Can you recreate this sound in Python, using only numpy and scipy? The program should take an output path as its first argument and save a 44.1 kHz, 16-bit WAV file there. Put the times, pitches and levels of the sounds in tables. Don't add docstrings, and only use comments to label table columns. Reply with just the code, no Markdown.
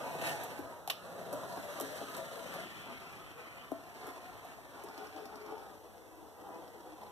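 import sys
import numpy as np
from scipy import signal
from scipy.fft import rfft, irfft, next_fast_len
from scipy.io import wavfile
from scipy.ndimage import map_coordinates

SR = 44100
rng = np.random.default_rng(int(sys.argv[2]) if len(sys.argv) > 2 else 0)


def store_wav(level_fs):
    pcm = np.round(np.clip(np.atleast_2d(level_fs), -1, 1) * 32767)
    wavfile.write(sys.argv[1], SR, pcm.T.astype(np.int16))


N = 313551
TIME = np.arange(N) / SR
HZ = np.fft.rfftfreq(8192, 1 / SR)
RING_DB = 12

# lower and upper edge in Hz, T60 of
# the rattle and of the room in seconds, room level in dB, level of the tiny rolling impacts in dB.
BANDS = [(89, 398, 0.1, 0.51, -8.5, -12.5), (380, 1460, 0.13, 0.2, -12, -25),
         (1410, 5770, 0.062, 0.32, -10, -7.5), (6490, 13700, 0.088, 0.27, -15, -9.5)]


def amp(db):
    return 10 ** (np.asarray(db) / 20)


def unit_rms(x):
    return x / np.sqrt(np.mean(x ** 2) + 1e-20)


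def curve(points, hz, column=1):
    table = np.array(points, float)
    return np.interp(np.log(hz + 1), np.log(table[:, 0] + 1), table[:, column])


def add(mix, start_s, sound):
    part = mix[:, max(round(start_s * SR), 0):][:, :sound.shape[1]]
    part += sound[:, :part.shape[1]]


def peaks(modes):
    return sum(db / (1 + (2 * (HZ - hz) / width) ** 2) for hz, width, db in modes)


def band(lo_hz, hi_hz, order=14):
    return -10 * np.log10((1 + (lo_hz / (HZ + 1)) ** order) * (1 + (HZ / hi_hz) ** order))


def colour(x, db):
    log_gain = np.log(amp(np.maximum(db, db.max() - 100)))
    mirrored = np.r_[log_gain, log_gain[-2:0:-1]]
    response = np.exp(np.conj(signal.hilbert(mirrored)))
    taps = np.fft.ifft(response).real
    return signal.oaconvolve(x, taps[None, :len(HZ) // 2], axes=1)[:, :x.shape[1]]


def wander(rate_hz):
    hz = np.fft.rfftfreq(N, 1 / SR)
    return unit_rms(irfft(rfft(rng.standard_normal(N)) / (1 + (hz / rate_hz) ** 4), N))


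def rolling(impacts_per_s=260, chatter_s=0.0045, flutter_db=1.0, lurch_db=0.7, blend_s=0.22, grit=0.34):
    # time in seconds, whirr level in dB, rasp over whirr in dB.
    course = [(0, -42.5, -7), (.42, -45.5, -3), (.72, -51, -9), (.85, -57.5, -10), (1.05, -49.5, -9),
              (1.28, -45, -10), (1.85, -47.5, -1.5), (2.45, -50.5, -2.5), (2.75, -53, 2.5),
              (3.2, -56.5, 1.5), (3.62, -55, -1), (3.69, -61, -2.5), (3.8, -55, -5.5), (4.1, -52, -3.5),
              (4.88, -56, -5.5), (4.98, -50.5, -3), (5.56, -53, -8.5), (5.68, -56, -8.5), (6.2, -59, -7.5),
              (6.7, -55, -9), (7.1, -53.5, -9.5)]
    # frequency in Hz, relative level in dB.
    spectrum = [(60, 0.5), (110, -11), (160, -11), (260, -6), (570, -4.5), (720, -2), (1000, -4),
                (1350, -7.5), (1900, -4), (2600, -10), (5000, -16.5), (9000, -28.5), (12200, -27),
                (14300, -25)]
    # centre and width in Hz, height in dB.
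    rail_modes = [(659, 14, 2.5), (2667, 32, 4), (3010, 45, 4), (3150, 40, 2), (3330, 40, 2), (4102, 45, 3),
                  (4393, 60, 4)]
    first_ramp = [(136, 66, 13), (255, 98, 5), (526, 230, 10.5), (690, 180, 7.5), (855, 140, 6),
                  (988, 41, 10.5), (1228, 140, 8), (1500, 73, 4), (1670, 970, 3), (2430, 340, 5),
                  (3900, 370, 3), (5440, 340, 1)]
    crossing = [(125, 40, 9), (176, 48, 13), (243, 25, 5), (400, 80, 3), (544, 150, 9), (660, 100, 7),
                (970, 25, 8), (1230, 170, 5.5), (1385, 44, 6), (1700, 280, 4), (3850, 600, 4.5)]
    far_loop = [(145, 50, 8), (490, 60, 4.5), (665, 70, 5), (1050, 100, 6), (1290, 180, 7),
                (1770, 160, 1.5), (2020, 200, 3), (2420, 280, 11), (3150, 450, 4.5)]
    back_straight = [(145, 70, 5), (265, 60, 5), (365, 52, 3.5), (450, 70, 4), (745, 190, 7), (1035, 50, 6),
                     (1280, 240, 5), (1790, 220, 3), (2370, 230, 5), (3600, 700, 2)]
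    wide_bend = [(210, 50, 4), (305, 50, 4), (380, 30, 5), (430, 40, 13), (590, 120, 5), (778, 36, 11),
                 (885, 55, 5), (1240, 110, 5), (1410, 110, 5), (1850, 140, 3), (2360, 220, 11),
                 (3400, 400, 4), (4550, 400, 4), (5300, 400, 4)]
    last_straight = [(147, 84, 3.9), (211.6, 23, 6.9), (318, 52, 11.5), (471, 164, 12), (813, 240, 8.7),
                     (992, 31, 10), (1260, 110, 3.8), (1970, 84, 5.2), (2390, 88, 0.68), (3350, 220, 2.9)]
    # modes, boom of the boxes over the whirr in dB, hiss of the contact over the rasp in dB.
    stretches = [(first_ramp, -8, -7), (crossing, -7.5, -6), (far_loop, -4.5, -11.5),
                 (back_straight, -7.5, -8.5), (wide_bend, -7.5, -11), (last_straight, -4.5, -7)]
    joints = [.8, 2.55, 3.72, 4.84, 5.68]
    times, *controls = np.transpose(course)
    whirr, bright = (np.interp(TIME, times, control) for control in controls)
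    drum, scrape = swells()
    rasp = whirr + bright + scrape
    lurch = lurch_db * wander(rate_hz=11)
    boom = whirr + 1.1 * drum + lurch
    levels = [boom, whirr + drum, rasp, rasp]
    strikes = rng.random(N) < impacts_per_s / SR
    impulses = unit_rms(strikes * np.minimum(rng.exponential(1, N), 3))
    chatter = np.exp(-np.arange(SR // 100) / SR / chatter_s) * rng.standard_normal((2, SR // 100))
    impacts = unit_rms(signal.oaconvolve(impulses[None], chatter, axes=1)[:, :N])
    pressure = unit_rms(amp(flutter_db * wander(rate_hz=32)))
    passed = [np.ones(N)] + [np.clip((TIME - at) / blend_s + .5, 0, 1) for at in joints] + [np.zeros(N)]
    out = np.zeros((2, N))
    for layer, (lo, hi, _, _, _, impact_db) in enumerate(BANDS):
        force = (rng.standard_normal((2, N)) + amp(impact_db + grit * scrape) * impacts) * pressure
        for k, (modes, boom_db, hiss_db) in enumerate(stretches):
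            share = passed[k] - passed[k + 1]
            on = share > 0
            track = colour(force[:, on], curve(spectrum, HZ) + peaks(modes + rail_modes) + band(lo, hi))
            level_db = levels[layer][on] + (boom_db, 0, 0, hiss_db)[layer]
            out[:, on] += unit_rms(track) * np.sqrt(share[on]) * amp(level_db)
    return out


def swells(sway_from_s=5.02, sway_to_s=5.53, sway_period_s=0.159, sway_db=2.2):
    # middle and half length in seconds, extra drumming and extra scraping in dB.
    rough_patches = [(0.278, 0.059, 5.5, 9), (0.68, 0.031, 3, 1), (2.164, 0.047, 5, 2),
                     (2.559, 0.015, 4, 1), (2.896, 0.033, 7, -1), (3.381, 0.029, 4, 0.5),
                     (4.055, 0.049, 2.5, 2), (5.533, 0.057, 5, 2.5), (6.265, 0.027, 5, 1),
                     (6.495, 0.11, 7, 1.5)]
    drum, scrape = np.zeros((2, N))
    for middle_s, half_s, drum_db, scrape_db in rough_patches:
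        arch = np.exp(-((TIME - middle_s) / half_s) ** 2)
        drum += drum_db * arch
        scrape += scrape_db * arch
    in_bend = np.clip(1 + np.minimum(TIME - sway_from_s, sway_to_s - TIME) / sway_period_s, 0, 1)
    sway = np.cos(2 * np.pi * (TIME - sway_from_s) / sway_period_s)
    return drum + sway_db * in_bend * sway, scrape


def standing_waves(x, patch_hz=34, patch_s=.085):
    # frequency in Hz, rms depth in dB.
    depths = [(150, 2), (600, 2.7), (1500, 2.9), (4000, 2.4), (9000, 1.3)]
    hz, t, spectra = signal.stft(x, SR, nperseg=2048, noverlap=1536)
    row = np.log1p(hz / 4000) * 4000 / patch_hz
    grid = rng.standard_normal((int(row[-1]) + 2, int(t[-1] / patch_s) + 2))
    patches = unit_rms(map_coordinates(grid, np.meshgrid(row, t / patch_s, indexing="ij"), order=1))
    gain = amp(curve(depths, hz)[:, None] * patches)
    gain /= np.sqrt(np.mean(gain ** 2, axis=1, keepdims=True))
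    return signal.istft(spectra * gain, SR, nperseg=2048, noverlap=1536)[1][:, :N]


def noise_floor(level_db=-60):
    # frequency in Hz, relative spectral density in dB.
    spectrum = [(20, -26), (40, 3.5), (62, 7), (110, 3.5), (200, -20.5), (500, 1.5), (1000, -1),
                (2000, -18), (3000, -27), (6000, -16.5), (9500, -19.5), (12500, -15.5), (14300, -17.5)]
    # frequency in Hz, level in dB.
    tones = [(59.2, -74), (102.3, -76.5)]
    hum = sum(amp(db) * unit_rms(np.sin(2 * np.pi * (hz * TIME + rng.random((2, 1))))) for hz, db in tones)
    return hum + amp(level_db) * unit_rms(colour(rng.standard_normal((2, N)), curve(spectrum, HZ)))


def hollow_notes(waver=.012, waver_hz=25):
    # middle and half length in seconds, level in dB, frequency in Hz.
    notes = [(.015, .025, -50, 1227), (.06, .06, -51, 883), (.26, .025, -47, 861), (.338, .022, -46, 840),
             (.432, .028, -52, 991), (.66, .035, -50, 668), (.74, .028, -53, 958), (1.325, .035, -49, 538),
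             (1.57, .025, -50, 991), (1.68, .045, -49, 581), (1.936, .03, -47.5, 603),
             (2.148, .025, -54, 1012), (2.03, .028, -53, 797), (2.212, .045, -45.5, 657),
             (2.378, .02, -51, 484), (3.728, .012, -46, 275), (3.758, .022, -50, 660),
             (4.09, .028, -54, 1044), (4.16, .03, -55, 678), (4.288, .03, -54, 732), (4.785, .02, -55, 815),
             (5.025, .024, -48, 772), (5.17, .022, -52, 312), (5.174, .026, -45.5, 775),
             (5.23, .03, -50.5, 425), (5.335, .022, -53, 860), (5.445, .038, -49, 420),
             (5.538, .028, -46.5, 431), (5.578, .018, -49.5, 905)]
    drift = waver * wander(waver_hz)
    out = np.zeros((2, N))
    for middle_s, half_s, db, hz in notes:
        near = abs(TIME - middle_s) < 3 * half_s
        cycles = np.cumsum(hz * (1 + drift[near])) / SR + rng.random()
        envelope = np.exp(-((TIME[near] - middle_s) / half_s) ** 2)
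        out[:, near] += amp(db) * envelope * unit_rms(np.sin(2 * np.pi * cycles))
    return out


def clacks(thud_db=-39, tick_db=-2.5):
    # start in seconds, level and brightness in dB, ring in Hz, ring height and rattle in dB.
    strikes = [(.214, -61, 12, 2800, 14, -14), (.272, -55, 2, 3300, 5, -12),
               (.292, -51.5, 5, 2870, 19, -14), (0.8764, -41, -10, 798, 21, -32.5),
               (.8845, -63, 7, 810, 9, -30), (0.8996, -49, 13.5, 3070, 9, -26),
               (0.9024, -51, 11, 1800, 12, -30), (0.9029, -56, 11, 3630, 7, -34),
               (0.9069, -47, -12, 1130, 18, -38)]
    return [(s, db + np.array([thud_db, 0, bright, bright / 2 + tick_db]), hz, ring_db, rattle_db, 0)
            for s, db, bright, hz, ring_db, rattle_db in strikes]


def bumps(band_db=(-17.5, -4, -28, -29), ring_db=22, rattle_db=-31):
    # start in seconds, level in dB, ring frequency in Hz.
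    strikes = [(.224, -46, 610), (.41, -43, 800), (1.213, -48, 630), (1.261, -52, 650), (1.434, -46, 990),
               (1.445, -47.5, 655), (1.514, -48, 655), (1.787, -45, 575), (1.852, -62, 580),
               (2.094, -56, 593), (2.407, -45.5, 650), (2.461, -49.5, 484), (2.586, -46, 645),
               (4.583, -48, 690), (5.522, -44, 820), (7.032, -48.5, 860)]
    return [(s, db + np.array(band_db), hz, ring_db, rattle_db, 0) for s, db, hz in strikes]


def knocks(rasp_db=-10):
    # start in seconds, thud, knock and tick in dB, ring in Hz, rattle in dB, bass lag in seconds.
    strikes = [(.435, -77, -48, -51.5, 860, -9, 0), (0.589, -43, -54, -60, 400, -20, 0),
               (1.327, -45, -42.5, -50, 590, -16, 0.0067), (1.57, -48.5, -42, -64, 980, -24, 0.0083),
               (1.8001, -45, -42, -46.5, 524, -30, 0.021), (1.811, -61, -62, -45, 440, -32, 0),
               (1.824, -51.5, -47, -67, 430, -27, .004), (2.011, -50.5, -43.5, -70, 564, -19, 0.0016),
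               (2.1663, -58, -49, -52, 674, -25, 0.0021), (2.371, -65, -48, -61, 480, -17, 0),
               (2.539, -70, -47, -55, 660, -12, 0.0044), (3.7174, -42, -41, -60.5, 635, -32.5, 0.0022),
               (3.741, -54, -57, -73, 685, -22, 0), (4.0684, -50.5, -50, -57.5, 414, -15, 0.0067),
               (4.446, -70, -49, -64, 720, -17, 0.0074), (4.837, -53, -52, -58, 430, -24, 0.0049),
               (5.703, -68, -61, -75, 840, -26, 0.0012), (6.49, -56.5, -50.5, -71, 770, -32, .003)]
    return [(s, (thud, knock, tick + rasp_db, tick), hz, RING_DB, rattle_db, lag_s)
            for s, thud, knock, tick, hz, rattle_db, lag_s in strikes]


def blows(relative_width=0.3):
    # frequency in Hz, relative level in dB.
    spectrum = [(80, -19), (150, -11), (200, -12), (275, 1), (400, -6), (680, 0), (1050, -5), (1400, -12),
                (1750, -10), (2300, -3), (2900, -4), (3800, -5.5), (4800, -6), (6500, -11), (9000, -15),
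                (12300, -9), (14300, -13)]
    # centre and width in Hz, height in dB.
    modes = [(280, 70, 8), (441, 60, 4), (660, 40, 5), (740, 60, 4), (1150, 110, 5), (2330, 250, 5),
             (3004, 200, 3), (3600, 400, 3), (4393, 200, 4), (5200, 300, 5), (13000, 1400, 3.5)]
    rattle_tilt_db = (6, 3, 6, 6.5)
    t = np.arange(SR // 8) / SR
    onset = SR // 50
    events = clacks() + knocks() + bumps() + sleepers()
    out = np.zeros((2, N))
    for k, (lo, hi, rattle_t60, room_t60, room_db, _) in enumerate(BANDS):
        body_db = curve(spectrum, HZ) + peaks(modes) + band(lo, hi)
        rattle = amp(rattle_tilt_db[k] - 60 * t / rattle_t60)
        direct = np.zeros((2, N))
        for start_s, band_db, ring_hz, ring_db, rattle_db, lag_s in events:
            force = (t == 0) + amp(rattle_db) * rattle * rng.standard_normal((2, len(t)))
            ring = colour(force, body_db + peaks([(ring_hz, relative_width * ring_hz, ring_db)]))
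            ring = amp(band_db[k]) * ring / ring[:, :onset].std(axis=1, keepdims=True)
            add(direct, start_s, dispersed(ring, lag_s) if lag_s else ring)
        out += direct + amp(room_db) * room(direct, room_t60)
    return out


def room(x, t60, build_s=.004):
    t = np.arange(SR // 2) / SR
    tail = rng.standard_normal((2, len(t))) * amp(-60 * t / t60) * (1 - np.exp(-t / build_s))
    return signal.oaconvolve(x, tail / np.linalg.norm(tail[0]), axes=1)[:, :N]


def handling(lo_hz=32, hi_hz=110):
    # start and length in seconds, level in dB.
    shifts = [(0.56, 0.16, -58), (4.224, .25, -64), (5.6, 0.47, -70)]
    grip = sum(amp(db) * np.sin(np.pi * np.clip((TIME - s) / length, 0, 1)) for s, length, db in shifts)
    return grip * unit_rms(colour(rng.standard_normal((2, N)), band(lo_hz, hi_hz)))


def dispersed(x, lag_s, corner_hz=400):
    size = next_fast_len(x.shape[1] + SR // 20)
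    hz = np.fft.rfftfreq(size, 1 / SR)
    group_delay = lag_s / (1 + (hz / corner_hz) ** 3)
    return irfft(rfft(x, size) * np.exp(-2j * np.pi * np.cumsum(group_delay) * hz[1]), size)


def squeaks():
    # middle and half length in seconds, level in dB, centre and width in Hz.
    rubs = [(2.625, 0.12, -58, 3120, 500), (2.816, 0.075, -59.5, 3270, 400), (3.613, 0.02, -58, 2960, 260)]
    t = np.arange(-SR // 4, SR // 4) / SR
    out = np.zeros((2, N))
    for middle_s, half_s, db, hz, width_hz in rubs:
        resonance_db = -10 * np.log10(1 + (2 * (HZ - hz) / width_hz) ** 4)
        song = colour(rng.standard_normal((2, len(t))), resonance_db)
        add(out, middle_s + t[0], amp(db) * np.exp(-(t / half_s) ** 2) * unit_rms(song))
    return out


def sleepers(band_db=(6, 8.5, 0.5, -1.5), ring_hz=5540, rattle_db=-27):
    # start in seconds, level in dB.
    ticks = [(4.795, -76), (4.886, -63.5), (4.978, -60), (5.07, -65), (5.163, -64.5), (5.256, -61),
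             (5.357, -63.5), (5.463, -67), (5.58, -69), (5.703, -82), (5.84, -74), (5.98, -75),
             (6.124, -78), (6.27, -78), (6.412, -73.5), (6.545, -70), (6.6787, -69), (6.806, -72),
             (6.9227, -74), (7.034, -71.5)]
    return [(s, db + np.array(band_db), ring_hz, RING_DB, rattle_db, 0) for s, db in ticks]


def coherence(hz):
    # frequency in Hz, correlation between the microphones.
    correlations = [(25, 0.42), (85, 0.81), (180, 0.93), (350, 0.85), (700, 0.84), (1150, -0.029),
                    (1650, -0.39), (2150, -0.48), (2600, 0.54), (3400, -0.2), (5000, 0.11)]
    return np.clip(curve(correlations, hz), -.5, .98)


def scene():
    sources = standing_waves(rolling()) + blows() + hollow_notes() + squeaks() + handling() + noise_floor()
    common, apart = rfft(sources)
    alike = coherence(np.fft.rfftfreq(N, 1 / SR))
    mid = common * np.sqrt((1 + alike) / 2)
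    side = 1j * apart * np.sqrt((1 - alike) / 2)
    return irfft(np.array([mid + side, mid - side]), N)


def record(dry, delay_s=18.8 / SR, cutoff_hz=14300):
    # frequency in Hz, share of right subtracted from left, share of left subtracted from right.
    crossfeed = [(50, .85, .85), (300, .8, .9), (1200, .87, .87), (2350, .95, .95), (4700, .92, .92),
                 (7000, .62, .58), (9000, .55, .3), (12000, .7, .1), (14300, .5, .1)]
    # frequency in Hz, left minus right in dB.
    balance = [(60, -4), (200, -2.5), (380, 0.5), (690, -2), (1280, -5), (2400, -3), (4600, -5.5),
               (8000, -5), (12000, -9.5), (14300, -7)]
    # time in seconds, left minus right in dB.
    pan_drift = [(0, 3.5), (.6, 2.5), (1.2, 3.1), (2.7, 5), (3.8, 3.5), (5.2, 4), (6.2, 4), (7.1, 3.5)]
    hz, spectra = np.fft.rfftfreq(N, 1 / SR), rfft(dry)
    share = np.clip([curve(crossfeed, hz, column=1), curve(crossfeed, hz, column=2)], 0, .97)
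    late = np.exp(-2j * np.pi * hz * delay_s)
    power_gain = 1 + share ** 2 - 2 * share * coherence(hz) * late.real
    wide = (spectra - share * late * spectra[::-1]) / np.sqrt(power_gain)
    wide *= amp(np.outer([.5, -.5], curve(balance, hz)))
    pan_db = np.interp(TIME, *np.transpose(pan_drift))
    panned = irfft(wide, N) * amp(np.outer([.5, -.5], pan_db))
    low_pass = signal.firwin(511, cutoff_hz, window=("kaiser", 7), fs=SR)
    return signal.oaconvolve(panned, low_pass[None], "same", axes=1)


dry = scene()
out = record(dry)
store_wav(out)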